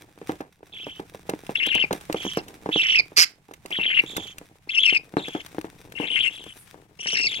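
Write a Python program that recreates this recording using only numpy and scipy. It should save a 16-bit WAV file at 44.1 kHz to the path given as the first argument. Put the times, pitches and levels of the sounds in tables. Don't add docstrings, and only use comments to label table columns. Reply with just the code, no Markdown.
import sys
import numpy as np
from scipy import signal
from scipy.fft import rfft, irfft, next_fast_len
from scipy.io import wavfile
from scipy.ndimage import uniform_filter1d

SR = 44100
rng = np.random.default_rng(int(sys.argv[2]) if len(sys.argv) > 2 else 0)


def waveform_to_disk(signal):
    frames = np.transpose(np.atleast_2d(signal))
    scaled = np.clip(frames, -1, 1) * 32767
    samples = np.round(scaled).astype(np.int16)
    wavfile.write(sys.argv[1], SR, samples)


N = 326340
T = np.arange(N) / SR

# (time [s], relative level [dB])
SHUFFLE = [(0, -62), (.14, -73.5), (.3, -58), (.55, -79), (.75, -67.5), (2.3, -57), (2.55, -63.5),
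           (2.9, -59), (3.4, -78), (3.7, -64), (4.2, -59), (4.62, -73), (4.9, -64), (5.08, -68),
           (5.3, -62.5), (6.75, -64.5), (6.95, -75), (7.1, -62.5)]
# (frequency [Hz], relative density [dB per Hz])
AIR_SPECTRUM = [(25, 6.5), (166, 12.5), (400, -14.5), (900, -7.5), (1300, -20), (4370, -40.5), (16000, -34)]
AIR_DB = -58
AIR_FOLLOWS, AIR_LUMPS_DB = 0.75, 2

# (frequency [Hz], relative density [dB per Hz])
SCRAPE_SPECTRUM = [(600, -0.5), (1200, 2), (2300, 3), (4300, -4.5), (9000, -6), (16000, -14)]
# (time [s], relative level [dB])
KNOCKS = [(0.175, -38.5), (0.214, -27.5), (0.293, -16), (0.405, -22), (0.629, -33.5), (0.866, -21),
          (0.995, -23), (1.146, -26), (1.291, -17), (1.335, -16), (1.492, -18), (1.67, -24), (1.752, -18),
          (1.838, -22.5), (1.908, -12.5), (1.932, -20), (2.097, -16), (2.143, -12), (2.249, -19.5),
          (2.264, -17.5), (2.371, -10.5), (2.659, -18.5), (2.689, -17.5), (2.758, -15.5), (2.995, -27),
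          (3.118, -31), (3.179, -21.5), (3.487, -40.5), (3.51, -34), (3.652, -32), (3.704, -30),
          (3.786, -20), (4.037, -25), (4.178, -23), (4.412, -33), (4.672, -40), (4.924, -23.5),
          (5.137, -23), (5.167, -10), (5.281, -22.5), (5.349, -14.5), (5.545, -29.5), (5.582, -18.5),
          (5.643, -26.5), (5.998, -18), (6.026, -26), (6.12, -37), (6.463, -33.5), (6.742, -34),
          (7.057, -29), (7.13, -28.5), (7.235, -53)]
# (frequency [Hz], level [dB], decay by 60 dB [s])
FLOOR_MODES = [(192.5, -1.5, 0.036), (315.4, -0.5, 0.056), (388, -14, 0.072), (453, 5.5, 0.018),
               (514, 8.5, 0.003), (828, 5.5, 0.015), (1550, 8, 0.00388)]
STRIKE_SPREAD_DB = 3.5
HARD_HZ = 664
PANEL_HZ, PANEL_LAG_S = 600, 0.00036
# (time [s], relative level [dB])
CLAW_TICKS = [(0.409, -16.5), (0.88, -25.5), (1.001, -24.5), (1.295, -15), (1.466, -28), (1.6643, -14),
              (1.749, -15.5), (1.928, -12), (2.0101, -30), (2.1263, -11.5), (2.371, -18), (2.4817, -28.5),
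              (3.515, -26), (3.537, -28), (3.6595, -21), (3.706, -26.5), (4.1661, -12.5), (4.383, -19.5),
              (5.168, -26), (5.284, -20.5), (5.3335, -23), (5.462, -26), (5.613, -23), (5.899, -45),
              (5.922, -28), (6.439, -31), (6.49, -33)]
SLIDE_S = 0.011

# (left minus right [dB], octave overtone [dB],
# third overtone [dB], first level [dB], middle level [dB], last level [dB])
CHEEPS = [(3.5, -1, -29, -35, -38, -46.5), (10.5, -12, -14.5, -25, -23, -23), (2, 12.5, 1, -35, -32.5, -42),
          (1, -2.5, -13.5, -21.5, -20, -18), (7.5, -19.5, -17, -29, -22, -16.5),
          (2.5, 14, -13, -36, -32.5, -44), (9.5, -2.5, -6.5, -27.5, -19, -20),
          (8, 11, -3, -30, -36.5, -38.5), (13.5, -12, -1.5, -38.5, -25, -24.5),
          (10, 5.5, 11, -38, -42, -43), (8.5, 11, 3.5, -37, -24.5, -30), (11, 10.5, -3, -23.5, -29, -30)]
# (time [s], pitch [Hz])
LOUD_PITCH = [
    [(1.551, 2848), (1.589, 3417), (1.617, 2660), (1.701, 3352), (1.727, 2745), (1.813, 3090), (1.85, 2270)],
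    [(2.714, 3017), (2.736, 3543), (2.808, 2674), (2.826, 3543), (2.836, 2848), (2.944, 2966),
     (3.006, 2319)],
    [(3.716, 2579), (3.728, 3056), (3.786, 3130), (3.8, 2671), (3.83, 3092), (3.992, 2906), (4.006, 2302)],
    [(4.691, 2459), (4.721, 3400), (4.783, 2622), (4.809, 3400), (4.893, 2556), (4.909, 3135),
     (4.977, 2394)],
    [(5.955, 2801), (6.031, 3125), (6.043, 2706), (6.077, 3303), (6.199, 2884), (6.217, 3277),
     (6.287, 2637)],
    [(6.991, 2915), (7.023, 3102), (7.085, 2826), (7.107, 3072), (7.259, 2624), (7.275, 2168),
     (7.283, 2282)],
]
# (time [s], pitch [Hz])
SOFT_PITCH = [
    [(0.724, 3420), (0.844, 3090), (1.0, 3150)],
    [(2.162, 3197), (2.308, 3117), (2.406, 2697)],
    [(4.065, 3480), (4.097, 3650), (4.337, 3136)],
    [(5.172, 3816), (5.284, 3280), (5.419, 3260)],
    [(6.29, 2716), (6.314, 3440), (6.531, 3092)],
    [(7.285, 3595), (7.337, 3188), (7.4, 3400)],
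]
COURSES = sorted(list(LOUD_PITCH) + list(SOFT_PITCH), key=lambda rows: rows[0][0])
# (rate [per s], pitch depth [share], level depth [dB])
WARBLE = [(40, .045, 3), (120, .045, 5), (330, .025, 3.5)]
# (frequency [Hz], level [dB])
THROAT = [(4500, -11), (5500, -18), (6300, -33.5), (9200, -25.5), (12000, -43.5)]
LOW_LOUDER_DB = 9
SECOND_SIDE_DB = -6
CRACKS_PER_S, CRACK_DROP, CRACK_S = 60, .42, .006
FLUTTER_PER_S, FLUTTER, HOARSE = 600, .045, .9
HALF_LINE_DB = -27

# (time [s], relative level [dB])
SQUAWK = [(3.162, -36.5), (3.174, -16.5), (3.225, -17.5), (3.247, -24)]
SQUAWK_PARTIALS_DB = [-37, 4, -32, -12.5, -11.5]
# (frequency [Hz], relative density [dB per Hz])
SQUAWK_RASP = [(290, -68.5), (500, -38.5), (1090, -11), (2230, 3), (4150, -16.5), (5390, -2), (8090, -14),
               (11800, -34.5), (16000, -35.5)]
SQUAWK_HZ, SQUAWK_RATE_HZ = 2320, 170
SQUAWK_SWING = 0.19
SQUAWK_ROOM_DB = -21

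# (delay [s], level [dB])
WALL_ECHOES = [(.0009, -13), (.0023, -10), (.0041, -10)]
ROOM_T60_S, ROOM_DB, ROOM_CUT_HZ = 0.21, -24.5, 9000
PORT_LAG_S, CHEEP_LAG_S = 0.000332, .00027
# (frequency [Hz], left minus right [dB])
PORT_SIDE = [(700, -5), (1290, 5), (2380, -2.5), (4400, -8.5), (9000, -7), (15000, 4.5)]
# (time [s], left minus right [dB])
SCUFFLE_PAN = [(0, -1), (2.7, -0.5), (3.8, -3), (5, 2), (7.4, 7)]
CUTOFF_HZ = 16650


def amp(db):
    return 10 ** (np.asarray(db) / 20)


def unit(x):
    return x / np.sqrt(np.mean(x ** 2) + 1e-20)


def columns(rows):
    s, *rest = np.transpose(rows)
    return [np.interp(T, s, c) for c in rest]


def drift(rate):
    r = np.exp(-3 * np.pi * rate / SR)
    smoother = [1, -2 * r, r * r]
    slow = signal.lfilter([1], smoother, rng.standard_normal(N + 9000))
    return unit(signal.lfilter([1], smoother, unit(slow))[9000:])


def spectrum_line(spectrum):
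    hz, db = np.transpose(spectrum)
    return np.interp(np.log(np.fft.rfftfreq(N, 1 / SR) + 1), np.log(hz), db)


def colour(x, spectrum):
    return irfft(rfft(x) * unit(amp(spectrum_line(spectrum))), N)


def gate(start, end, edge_s):
    return np.clip(np.minimum(T - start, end - T) / edge_s, 0, 1)


def grains(per_s, spread_db):
    sizes = amp(spread_db * np.minimum(rng.exponential(1, N), 4)) * rng.choice([-1, 1], N)
    return unit(sizes * (rng.random(N) < per_s / SR))


def air_rumble(bustle_db):
    shared, left, right = [colour(rng.standard_normal(N), AIR_SPECTRUM) for draw in range(3)]
    follow_db = AIR_FOLLOWS * (bustle_db - bustle_db.mean())
    level = amp(AIR_DB + follow_db + AIR_LUMPS_DB * drift(9.6))
    return level * (shared + .4 * np.array([left, right]))


def feathers(rustle_db):
    clumps = amp(rustle_db + 6 + 2.5 * drift(25))
    ticks = .9 * grains(110 * amp(7.0 * drift(10)), spread_db=4.0)
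    quill = unit(rng.standard_normal(130) * np.hanning(130)) / np.sqrt(130)
    ticks = np.convolve(ticks, quill, "same")
    return [clumps * colour(rng.standard_normal(N) + ticks, SCRAPE_SPECTRUM) for port in range(2)]


def tub_floor(rumble_db):
    pats = amp(rumble_db - 21.5) * grains(60 * amp(5.5 * drift(3.9)), spread_db=3.5)
    rubbing = amp(rumble_db - 39.0) * rng.standard_normal(N)
    soft_contact = np.hanning(30) / 15
    pats = np.convolve(pats + rubbing, soft_contact)[:N]

    scuffs = np.zeros(N)
    for (s, db), drag_s in zip(KNOCKS, rng.uniform(0.022, 0.17, len(KNOCKS))):
        scuffs[round(s * SR):][:4000] += amp(db - 37 - 60 * T[:4000] / drag_s)
    pats += scuffs * grains(700, spread_db=2.5)

    low_high = np.zeros((2, N))
    chance = rng.normal(0, 1, (len(KNOCKS), len(FLOOR_MODES)))
    for k, (hz, mode_db, t60) in enumerate(FLOOR_MODES):
        force = pats.copy()
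        softness = 1 + (hz / HARD_HZ) ** 2
        for (s, db), luck in zip(KNOCKS, chance):
            force[round((s + .002) * SR)] -= amp(db - 6.5 + STRIKE_SPREAD_DB * luck[k]) / softness
        r, w = amp(-60 / (t60 * SR)), 2 * np.pi * hz / SR
        resonator = [0, np.sin(w)], [1, -2 * r * np.cos(w), r * r]
        low_high[int(hz > PANEL_HZ)] += amp(mode_db) * signal.lfilter(*resonator, force + 1e-18)
    return signal.sosfilt(signal.butter(2, 220, "high", fs=SR, output="sos"), low_high)


def claws():
    level = np.zeros(N)
    for (s, db), luck in zip(CLAW_TICKS, rng.uniform(0.053, 2.6, len(CLAW_TICKS))):
        at = round(s * SR)
        level[at:at + 3000] += amp(db - 6.0 - 60 * T[:3000] / (luck * SLIDE_S))
    slips = colour(grains(7700, spread_db=0.0), SCRAPE_SPECTRUM)
    return uniform_filter1d(level, size=90) * slips


def per_call(column):
    ends = sorted(rows[-1][0] for rows in COURSES)
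    call = np.minimum(np.searchsorted(ends, T - .012), len(ends) - 1)
    return uniform_filter1d(np.array(CHEEPS, float)[call, column], size=300)


def syrinx_side(level, pitch):
    strain = np.clip((pitch - 2150) / 750, .2, 1)
    for rate, share, shake_db in WARBLE:
        pitch = pitch * np.exp(strain * share * np.tanh(drift(rate)))
        level = level * amp(strain * shake_db * np.tanh(drift(rate)))
    fits = np.maximum(1 + drift(42.1), 0)
    pitch = pitch * np.exp(strain * HOARSE * FLUTTER * fits * np.tanh(drift(FLUTTER_PER_S)))

    crack_len = round(CRACK_S * SR)
    crack_shape = signal.windows.tukey(crack_len, .4) * np.linspace(1.2, 0, crack_len)
    cracks = np.tanh(np.convolve(rng.random(N) < CRACKS_PER_S / SR, crack_shape)[:N])
    turn = 2 * np.pi * np.cumsum(pitch * (1 - strain * CRACK_DROP * cracks)) / SR

    voice = np.sin(turn)
    for k, own_db in [(1.5, HALF_LINE_DB), (2, per_call(1)), (3, per_call(2))]:
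        throat_db = np.interp(k * pitch, *np.transpose(THROAT)) + own_db
        overtone = np.sin(k * turn + .55 * drift(500))
        voice += amp(throat_db + 11 * np.tanh(drift(110))) * overtone
    return level * voice * (1 - .45 * cracks)


def cheeps():
    pitch, = columns(np.concatenate(COURSES))
    db, on = np.full(N, CHEEPS[0][3], float), 0
    for rows, (*_, first_db, mid_db, last_db) in zip(COURSES, CHEEPS):
        start, end = rows[0][0], rows[-1][0]
        times = [start, (start + end) / 2, end]
        db[T >= start] = np.interp(T[T >= start], times, [first_db, mid_db, last_db])
        on = on + gate(start - .004, end + .004, .009)
    low_boost_db = LOW_LOUDER_DB * (3 - pitch / 1000)
    level = np.minimum(on, 1) * amp(uniform_filter1d(db, size=300) + low_boost_db)
    return syrinx_side(level, pitch) + amp(SECOND_SIDE_DB) * syrinx_side(level, pitch)


def squawk():
    db, = columns(SQUAWK)
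    burst = np.cos(np.pi * SQUAWK_RATE_HZ * (T - 3.1745)) ** 2
    pitch = SQUAWK_HZ * np.exp(SQUAWK_SWING * (burst - .5) + 0.051 * drift(500))
    turn = 2 * np.pi * np.cumsum(pitch) / SR
    tone = sum(amp(p) * np.sin((k + 1) * turn) for k, p in enumerate(SQUAWK_PARTIALS_DB))
    rasp = colour(rng.standard_normal(N), SQUAWK_RASP)
    level = gate(SQUAWK[0][0], SQUAWK[-1][0], .003) * amp(db)
    return level * (.35 + 1.1 * burst) * (.7 * tone + .8 * rasp)


def swish():
    s, half_s, db, hz = 6.6, .05, -51, 10500
    band = signal.butter(2, [hz / 1.22, hz * 1.13], "band", fs=SR, output="sos")
    noise = unit(signal.sosfilt(band, rng.standard_normal((2, N))))
    return amp(db) * np.exp(-((T - s) / half_s) ** 2) * noise


def ports(*sources):
    size = next_fast_len(N + SR)
    w = 2j * np.pi * np.fft.rfftfreq(size, 1 / SR)
    dull = 1 / (1 + w / (2 * np.pi * ROOM_CUT_HZ))
    out = np.zeros((len(sources), 2, N))
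    for side, stretch in enumerate([.8, 1.27]):
        walls = sum(amp(db) * np.exp(-w * s * stretch) for s, db in WALL_ECHOES)
        room = 0
        for lag in rng.uniform(0.0082, 0.05, 8):
            loop = amp(-60 * lag / ROOM_T60_S) * dull * np.exp(-w * lag)
            room = room + loop / (1 - loop)
        for k, (x, pan_db, lag_s, room_db, walled) in enumerate(sources):
            path = np.exp(-w * lag_s * side) + walled * walls + amp(room_db) * room
            panned = x * amp(pan_db / 2 * (1 - 2 * side))
            out[k, side] = irfft(rfft(panned, size) * path, size)[:N]
    return out


def scene():
    bustle_db, = columns(SHUFFLE)
    pan_db, = columns(SCUFFLE_PAN)
    thud, rap = tub_floor(bustle_db + 5.5)
    low, high, ticks, calls, harsh = ports(
        (thud, pan_db, .00005, ROOM_DB, .2),
        (rap, pan_db, PANEL_LAG_S, ROOM_DB, .6),
        (claws(), 1.5 * pan_db + 1, PORT_LAG_S, ROOM_DB, 1),
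        (cheeps(), per_call(0), CHEEP_LAG_S, ROOM_DB, 1),
        (amp(3.5) * squawk(), 0, PORT_LAG_S, SQUAWK_ROOM_DB, .4))
    left_right = np.array([[1], [-1]])
    shade = amp(spectrum_line(PORT_SIDE) / 2 * left_right)
    voices = irfft(rfft(calls + harsh) * shade, N)
    rustle = feathers(bustle_db) * amp(pan_db / 2 * left_right)
    return air_rumble(bustle_db) + rustle + low + high + ticks + voices + swish()


def record(dry):
    low_pass = signal.cheby2(20, 70, CUTOFF_HZ, fs=SR, output="sos")
    return signal.sosfilt(low_pass, np.clip(dry, -1, 1))


dry = scene()
out = record(dry)
waveform_to_disk(out)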